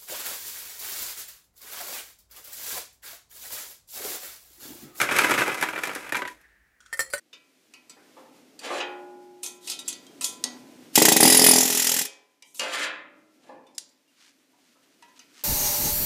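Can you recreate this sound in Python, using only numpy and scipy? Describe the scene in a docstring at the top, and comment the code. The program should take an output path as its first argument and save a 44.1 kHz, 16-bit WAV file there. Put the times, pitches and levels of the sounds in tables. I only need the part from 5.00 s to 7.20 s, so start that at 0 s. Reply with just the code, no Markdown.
"""Ice cubes knock and churn as a metal scoop digs through a bin, ringing the scoop and the hollow bin.
The scoop lifts out with a few last knocks and a beating note. Ice slides softly along it and ticks
on its lip. Cubes drop into a tall glass, on its wall, then its bottom, and ring the glass and the air
inside. Heard close up in a small, fairly dry room."""
import sys
import numpy as np
from scipy import signal
from scipy.io import wavfile

SR = 44100
rng = np.random.default_rng(int(sys.argv[2]) if len(sys.argv) > 2 else 0)


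def digitize_waveform(pressure):
    """Quantize a signal to 16-bit integers and store it at the path in sys.argv[1].

    Rows of a 2-D input are taken as channels; values are limited to [-1, 1].
    """
    field = np.atleast_2d(pressure).T
    bounded = np.clip(field, -1, 1)
    quanta = np.round(bounded * 32767).astype(np.int16)
    wavfile.write(sys.argv[1], SR, quanta)


N = 96931

# Room decay. Each row: low edge in Hz, high edge in Hz, t60 in seconds.
ROOM_BANDS = [(61, 590, .4), (680, 3700, 0.25), (3500, 11100, 0.28), (9000, 19400, 0.21)]
BIN_WET_DB, GLASS_WET_DB, EDGE_HZ = -14.5, -14.5, 15850
# Spectra of room tone, bin rumble, sliding ice, crunch on the glass and ice in the bin.
# Each row: frequency in Hz, gain in dB.
FLOOR_SPECTRUM = [(32, -28), (55, 3.5), (85, -14.5), (200, -17), (600, -24), (3000, -35.5), (15500, -35.5)]
RUMBLE_SPECTRUM = [(25, -18.5), (55, -2), (95, -7.5), (150, 2), (400, -13.5)]
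SLIDE_SPECTRUM = [(100, -29.5), (320, -16), (600, -20.5), (1200, -16), (1780, 1), (2200, -9), (3200, -22.5),
                  (7000, -27.5), (15000, -35.5)]
CRUNCH_SPECTRUM = [(70, -7), (300, -13.5), (900, -3.5), (1650, -2.5), (2300, -0.5), (3000, -12),
                   (5000, -4.5), (6300, -4), (7900, 1.5), (9500, -3.5), (12000, -3.5), (15500, -14)]
ICE_SPECTRUM = [(40, -49.5), (95, -20.5), (150, -8), (250, -6.5), (320, 1.5), (480, -1), (700, -1.5),
                (1000, 3.5), (1650, 5), (2400, 2), (3200, -2.5), (4400, -5.5), (7500, -5), (9400, -8),
                (11500, -6), (15500, -21.5)]
FLOOR_DB, RUMBLE_DB, CRUNCH_DB, CRUNCH_T60_S = -69.5, -45, -21.5, .1

# Ice sliding on the scoop. Each row: time in seconds, level in dB.
SLIDE_LEVELS = [(1.3, -82), (1.39, -64.5), (1.45, -59.5), (1.58, -66), (1.77, -69), (1.83, -67.5),
                (2.19, -69.5)]
# Cubes ticking on the lip. 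Each row: start in seconds, level in dB.
LIP_TICKS = [(1.8045, -28.5), (1.81, -35), (1.8559, -37), (1.8613, -25.5)]
SCRAPE_DB, GRIT_DB, GRIT_HI_HZ, TOUCH_T60_S = -50.5, -6.5, 9000, .065
# Modes of the scoop's lip, the scoop among the ice, the hollow bin and the air in the glass.
# Each row: frequency in Hz, level in dB, t60 in seconds.
LIP_MODES = [(1460, 2, 0.024), (3325, -7, 0.024), (5820, -9, 0.03), (7000, -9.5, 0.015), (8400, -12, .025)]
SCOOP_MODES = [(317.7, -5.5, .25), (999, -2.5, 0.33), (1612, -6.5, 0.15), (1715, -8, 0.15),
               (2376, -8, 0.15)]
BIN_MODES = [(142.2, -4.5, 0.4), (419, -4.5, .18), (572.4, -6, 0.21), (654, -2, 0.84), (850, -4, 0.39)]
AIR_MODES = [(526.7, -8.5, 0.074), (1375, -2.5, 0.042)]
LIP_SPREAD, SCOOP_DB, BIN_DB, AIR_RISE = .04, -23.5, -30.5, .099
WALL_S, WALL_DB, WALL_T60_S, WALL_NOTES_HZ = .6255, 1, .075, (785, 865, 975)
LIFT_S, DAMP_S, DAMP_T60_S = 1.146, 1.323, .061
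FREE_HZ, FREE_BEAT_HZ, FREE_T60_S, FREE_DB, FREE_TWIN_DB = 989, 17, .75, -33, -5

# Cubes striking the glass. Each row: start in seconds, level in dB, depth (0 wall, 1 bottom),
# air column in dB, pitch ratio, treble in dB, undamped time in seconds.
GLASS_HITS = [(1.9282, -7, 0.035, -12, 1, -7, 0.018), (1.9346, -16.5, 0.11, -14, 1.1, 1.5, .009),
              (1.9431, -20.5, 0.33, 6.5, 1.1, -2, .1), (1.972, -26, 0.49, 6, 1.16, 6, 0.019),
              (1.9927, 0.5, 0.1, 0, 1, -1, 0.035), (2.0039, -5.5, 0.18, 3.5, 1, 1, 0.11),
              (2.101, -20.5, 1, -14, 1, -1, 0.024), (2.1289, -19.5, 0.94, 0.5, 1.05, 4, 0.022),
              (2.1363, 0, 0.93, 6.5, 0.95, -6.5, 0.039), (2.18, -19.5, 0.14, -4, 1.05, 1.5, .01)]
# Glass modes. Each row: frequency in Hz, wall-hit level in dB, bottom-hit level in dB, t60 in seconds.
GLASS_MODES = [(1820, 4.5, -17, 0.12), (1810, -25, -28, 0.25), (1930, -17, -15.5, 0.44),
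               (2200, -32, -6, .047), (3165, -16.5, -31, 0.19), (4290, -13.5, -14.5, 0.17),
               (4780, -37, -8.5, 0.2), (4980, -15, -24, 0.1), (5590, -7.5, -23, 0.086),
               (7300, -9.5, -18, 0.11), (7850, -3.5, -8, 0.08), (8200, -9.5, -28, .05),
               (9300, -17, -8, 0.11), (9640, -15, -9, 0.22), (10130, -12.5, -12, 0.13),
               (11630, -9, -13, 0.037), (12950, -24, -11, .1), (14700, -17, -20, .069)]
GLASS_DB, GLASS_LO_HZ, TREBLE_HZ = -22, 443, 4000
PAIR_SPLIT, PAIR_DB, DETUNE, SPOT_SPREAD_DB = .0089, -1.5, .0024, -1

# Cubes hitting the scoop and each other. Each row: start in seconds, level, treble and bass in dB.
ICE_KNOCKS = [(.001, 3.5, -2, -10), (0.0147, 6.5, 3, -10.5), (0.0892, 1, -20, -6), (.112, 0.5, -22, 1.5),
              (.164, 1.5, 2, -21), (.186, 8, 3.5, -24), (0.191, 7, -9, -31), (0.209, -14, 10, -11),
              (.244, 4.5, -3, 1), (0.296, -1, 1, 5.5), (0.3092, 1, 3, 4.5), (0.315, 4.5, -2, -0.5),
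              (0.339, 2, 0, 1), (.379, 1.5, -4, -2), (.389, -5, 2, 11), (.407, 0, -2, 4),
              (.419, 4.5, -13, 0.5), (0.4781, -4.5, 1.5, 10.5), (0.544, -5, 1.5, -3),
              (0.6117, -6.5, 5.5, -3), (0.625, 4, 0, -1), (0.637, -1, -4.5, -9.5), (0.6867, -3.5, -3, -1.5),
              (0.7332, -7.5, -24, 2), (0.7602, -4, -19, -3.5), (.778, -5, -7, 0.5), (0.7879, -5, -5, -3),
              (0.835, 1, 0.5, -4), (0.8531, -8, 4.5, -21), (.872, -9.5, 5.5, 5.5), (0.8934, -5.5, -9, 1.5),
              (0.9502, -13, 11.5, -11), (.96, -7.5, -4, 3), (1.0928, -12, 1.5, -15.5),
              (1.1224, 1, -1, -0.5), (1.1456, 1, -11, -13.5), (1.153, -0.5, -3, -9), (1.168, -3, 1.5, -1),
              (1.19, -13, -7, 5), (1.2198, -3, -12, 0), (1.2521, -6.5, -11.5, -2.5),
              (1.276, -9, -0.5, -19.5), (1.413, -42.5, 12.5, -11)]
KNOCK_DB, BASS_DB = -1.5, -3
SNAP_LO_HZ, SNAP_T60_S, SNAP_DB, SNAP_GROWTH = 10200, .013, -6, 1.4
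# Bass, body and treble of a contact. Each row: low edge in Hz, high edge in Hz, t60 in seconds.
CONTACT_BANDS = [(60, 748, 0.065), (763, 3610, 0.066), (3300, 14950, 0.067)]
CUBE_LO_HZ, CUBE_HI_HZ, CUBE_T60_S, CRACK_S, CRACK_DB = 1205.4, 2639, .054, .0004, -17
# Small contacts as the scoop pushes. Each row: time in seconds, level in dB, treble in dB.
CHURN_LEVELS = [(0, 1, 4), (.075, -10, -1.5), (.12, -1.5, 0), (.24, 0.5, 1), (.28, -1.5, -0.5),
                (.33, -1.5, -1), (.42, -1.5, 2.5), (.5, -3, -5.5), (.55, -12, 2), (.65, -10, -1.5),
                (.73, -12.5, -1), (.81, -18, 3), (.9, -10.5, -2.5), (1.0, -20.5, 4), (1.09, -16, -4.5),
                (1.115, -57, 1.5), (1.17, -8, 1.5), (1.24, -34.5, 6), (1.29, -22, 4), (1.38, -42.5, 6.5),
                (1.7, -81, -1)]
CHURN_DB, CONTACTS_PER_S, SIZE_SPREAD_DB, CUBE_COUNT = -14.5, 700, 3.5, 24
CRACKLES_PER_S, CRACKLE_DB, CRACKLE_T60_S = 260, -11, .009


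def amp(db):
    """Decibels to gain."""
    return 10 ** (np.asarray(db) / 20)


def unit(x):
    """Scales to unit energy."""
    return x / np.sqrt(np.sum(x ** 2) + 1e-20)


def add(mix, start_s, sound):
    """Mixes a sound in at start_s."""
    part = mix[max(round(start_s * SR), 0):][:len(sound)]
    part += sound[:len(part)]


def curve(rows, column=1):
    """One table column, interpolated per sample."""
    rows = np.array(rows)
    return np.interp(np.arange(N) / SR, rows[:, 0], rows[:, column])


def band(x, lo_hz, hi_hz):
    """Causal band-pass."""
    sos = signal.butter(3, [lo_hz, min(hi_hz, .48 * SR)], "band", fs=SR, output="sos")
    return signal.sosfilt(sos, x)


def colour(x, spectrum):
    """Minimum-phase filter through (Hz, dB) points."""
    hz, db = np.transpose(spectrum)
    grid_hz = abs(np.fft.fftfreq(8192, 1 / SR)) + 1
    log_gain = np.log(amp(np.interp(np.log(grid_hz), np.log(hz), db)))
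    taps = np.fft.ifft(np.exp(np.conj(signal.hilbert(log_gain)))).real[:4096]
    return signal.fftconvolve(x, taps)[:len(x)]


def decay(t, t60_s):
    """Falls 60 dB in t60_s."""
    return np.exp(-np.log(1000) * t / max(t60_s, 1e-3))


def ring(t, hz, t60_s):
    """One struck mode."""
    return np.sin(2 * np.pi * hz * t) * decay(t, t60_s)


def ring_modes(t, modes, pitch=1):
    """A set of modes struck together."""
    return sum(amp(db) * ring(t, hz * pitch, t60_s) for hz, db, t60_s in modes)


def hiss(spectrum):
    """Steady coloured noise, unit rms."""
    return unit(colour(rng.standard_normal(N), spectrum)) * np.sqrt(N)


def burst(lo_hz, hi_hz, t60_s):
    """A dry click in one band."""
    t = np.arange(SR // 6) / SR
    return unit(band(rng.standard_normal(len(t)) * decay(t, t60_s), lo_hz, hi_hz))


def clicks(per_s):
    """Random impulses: many small, a few large."""
    sizes = amp(SIZE_SPREAD_DB * np.minimum(rng.exponential(1, N), np.pi)) * rng.choice([-1, 1], N)
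    return sizes * (rng.random(N) < per_s / SR)


def room_tone():
    """Faint, steady low noise."""
    return amp(FLOOR_DB) * hiss(FLOOR_SPECTRUM)


def room(x, wet_db):
    """Direct sound plus scattered reflections from shelves and bottles."""
    t = np.arange(SR // 2) / SR
    taps = rng.choice([-1, 1], len(t)) * (rng.random(len(t)) < 3000 / SR) * (t > .004)
    tail = unit(sum(band(taps, lo, hi) * decay(t, t60_s) for lo, hi, t60_s in ROOM_BANDS))
    return x + amp(wet_db) * signal.fftconvolve(x, tail)[:N]


def rumble():
    """The heap shifts against the bin while the scoop pushes."""
    return amp(RUMBLE_DB + curve(CHURN_LEVELS)) * hiss(RUMBLE_SPECTRUM)


def slide():
    """Wet ice rubs along the scoop as it is carried and tipped."""
    return amp(curve(SLIDE_LEVELS)) * hiss(SLIDE_SPECTRUM)


def lip_touch():
    """A gritty touch on the scoop's lip; pitch depends on where the ice lies."""
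    t = np.arange(SR // 6) / SR
    lip = unit(ring_modes(t, LIP_MODES, pitch=1 + LIP_SPREAD * rng.uniform(-1.1, 1)))
    grit = amp(GRIT_DB) * burst(LIP_MODES[0][0], GRIT_HI_HZ, TOUCH_T60_S)
    return band(lip + grit, CUBE_LO_HZ, EDGE_HZ)


def tipping():
    """Cubes tick and scrape on the tipped lip until the first one falls."""
    t = np.arange(N) / SR
    on_lip = (t > LIP_TICKS[0][0]) * (t < GLASS_HITS[0][0])
    scrape = amp(SCRAPE_DB) * clicks(CONTACTS_PER_S) * on_lip
    out = signal.fftconvolve(scrape, lip_touch())[:N]
    for start_s, db in LIP_TICKS:
        add(out, start_s, amp(db) * lip_touch())
    return out


def scoop():
    """The scoop knocks the bin wall once; lifted clear, it rings until settling ice damps it."""
    out, t = np.zeros(N), np.arange(SR // 2) / SR
    knock = unit(sum(rng.choice([-1, 1]) * ring(t, hz, WALL_T60_S) for hz in WALL_NOTES_HZ))
    add(out, WALL_S, amp(WALL_DB) * knock)
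    note = ring(t, FREE_HZ, FREE_T60_S)
    twin = amp(FREE_TWIN_DB) * ring(t, FREE_HZ - FREE_BEAT_HZ, FREE_T60_S)
    damping = decay(np.maximum(LIFT_S + t - DAMP_S, 0), DAMP_T60_S)
    add(out, LIFT_S, amp(FREE_DB) * (note + twin) * damping)
    return out


def glass_ring(t, depth, pitch, treble_db):
    """Glass modes for one hit; the high ones are beating pairs that vary from hit to hit."""
    out = np.zeros(len(t))
    for hz, wall_db, bottom_db, t60_s in GLASS_MODES:
        high = hz > TREBLE_HZ
        spot, load, split = rng.uniform(-1, 1, size=3)
        hz = hz * pitch * (1 + high * DETUNE * load)
        twin = high * rng.choice([-1, 1]) * amp(PAIR_DB) * ring(t, hz * (1 + PAIR_SPLIT * split), t60_s)
        db = wall_db + depth * (bottom_db - wall_db) + high * (treble_db + SPOT_SPREAD_DB * spot)
        out += rng.choice([-1, 1]) ** high * amp(db) * (ring(t, hz, t60_s) + twin)
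    return out


def glass():
    """Each cube crunches on the glass, ringing it and the air inside; its next touch damps the ring."""
    out, t = np.zeros(N), np.arange(SR // 3) / SR
    for start_s, db, depth, air_db, pitch, treble_db, free_s in GLASS_HITS:
        wall = glass_ring(t, depth, pitch, treble_db)
        # The hollow air note sounds higher on the bottom hits.
        air = amp(air_db) * ring_modes(t, AIR_MODES, pitch=1 + AIR_RISE * depth)
        clink = amp(GLASS_DB) * band(wall + air, GLASS_LO_HZ, SR / 2)
        spectrum = [(hz, gain_db + treble_db * (hz > TREBLE_HZ)) for hz, gain_db in CRUNCH_SPECTRUM]
        crunch = amp(CRUNCH_DB) * colour(rng.standard_normal(len(t)) * decay(t, CRUNCH_T60_S), spectrum)
        damping = decay(np.maximum(t - free_s, 0), TOUCH_T60_S)
        add(out, start_s, amp(db) * damping * (clink + crunch))
    return out


def contact():
    """One cube hit as bass, body and treble: a crack, a scatter through the heap, three cube notes."""
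    t = np.arange(SR // 6) / SR
    crack = amp(CRACK_DB) * np.exp(-t / CRACK_S)
    bass, body, treble = [unit(band(rng.standard_normal(len(t)) * (crack + decay(t, t60_s)), lo, hi))
                          for lo, hi, t60_s in CONTACT_BANDS]
    notes_hz = rng.uniform(CUBE_LO_HZ, CUBE_HI_HZ, size=3)
    notes = unit(sum(rng.choice([-1, 1]) * ring(t, hz, CUBE_T60_S) for hz in notes_hz))
    return amp(BASS_DB) * bass, unit(body + notes), treble


def knocks():
    """Cubes hit the scoop and each other, the brightest with the sharpest snap."""
    out = np.zeros(N)
    for start_s, db, treble_db, bass_db in ICE_KNOCKS:
        bass, body, treble = contact()
        snap = amp(SNAP_DB + SNAP_GROWTH * treble_db) * burst(SNAP_LO_HZ, EDGE_HZ, SNAP_T60_S)
        knock = amp(bass_db) * bass + body + amp(treble_db) * treble + snap
        add(out, start_s, amp(KNOCK_DB + db) * knock)
    return out


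def churn():
    """Small contacts and crackles as the scoop pushes; each cube has its own sound."""
    push = amp(CHURN_DB + curve(CHURN_LEVELS))
    brightness = amp(curve(CHURN_LEVELS, column=2))
    contacts = push * clicks(CONTACTS_PER_S)
    crackles = push * brightness * amp(CRACKLE_DB) * clicks(CRACKLES_PER_S)
    out, owner = np.zeros(N), rng.integers(0, CUBE_COUNT, N)
    for cube in range(CUBE_COUNT):
        bass, body, treble = contact()
        own = owner == cube
        out += signal.oaconvolve(own * contacts, bass + body)[:N]
        out += signal.oaconvolve(own * contacts * brightness, treble)[:N]
        out += signal.oaconvolve(own * crackles, burst(TREBLE_HZ, EDGE_HZ, CRACKLE_T60_S))[:N]
    return out


def ice_bin():
    """Knocks and churn ring the metal scoop and the hollow bin."""
    ice = colour(knocks() + churn(), ICE_SPECTRUM)
    t = np.arange(SR // 2) / SR
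    metal = amp(SCOOP_DB) * unit(ring_modes(t, SCOOP_MODES))
    hollow = amp(BIN_DB) * unit(ring_modes(t, BIN_MODES))
    return ice + signal.fftconvolve(ice, metal + hollow)[:N]


def scene():
    """Bin, scoop and glass over the room tone, in mono."""
    digging = room(ice_bin(), BIN_WET_DB) + rumble() + scoop()
    pouring = slide() + room(tipping() + glass(), GLASS_WET_DB)
    return (digging + pouring + room_tone())[None]


def record(dry):
    """Low-pass at EDGE_HZ."""
    taps = signal.firwin(511, EDGE_HZ, window=("kaiser", 9), fs=SR)
    return signal.oaconvolve(dry, taps[None], "same")


dry = scene()
out = record(dry)
digitize_waveform(out)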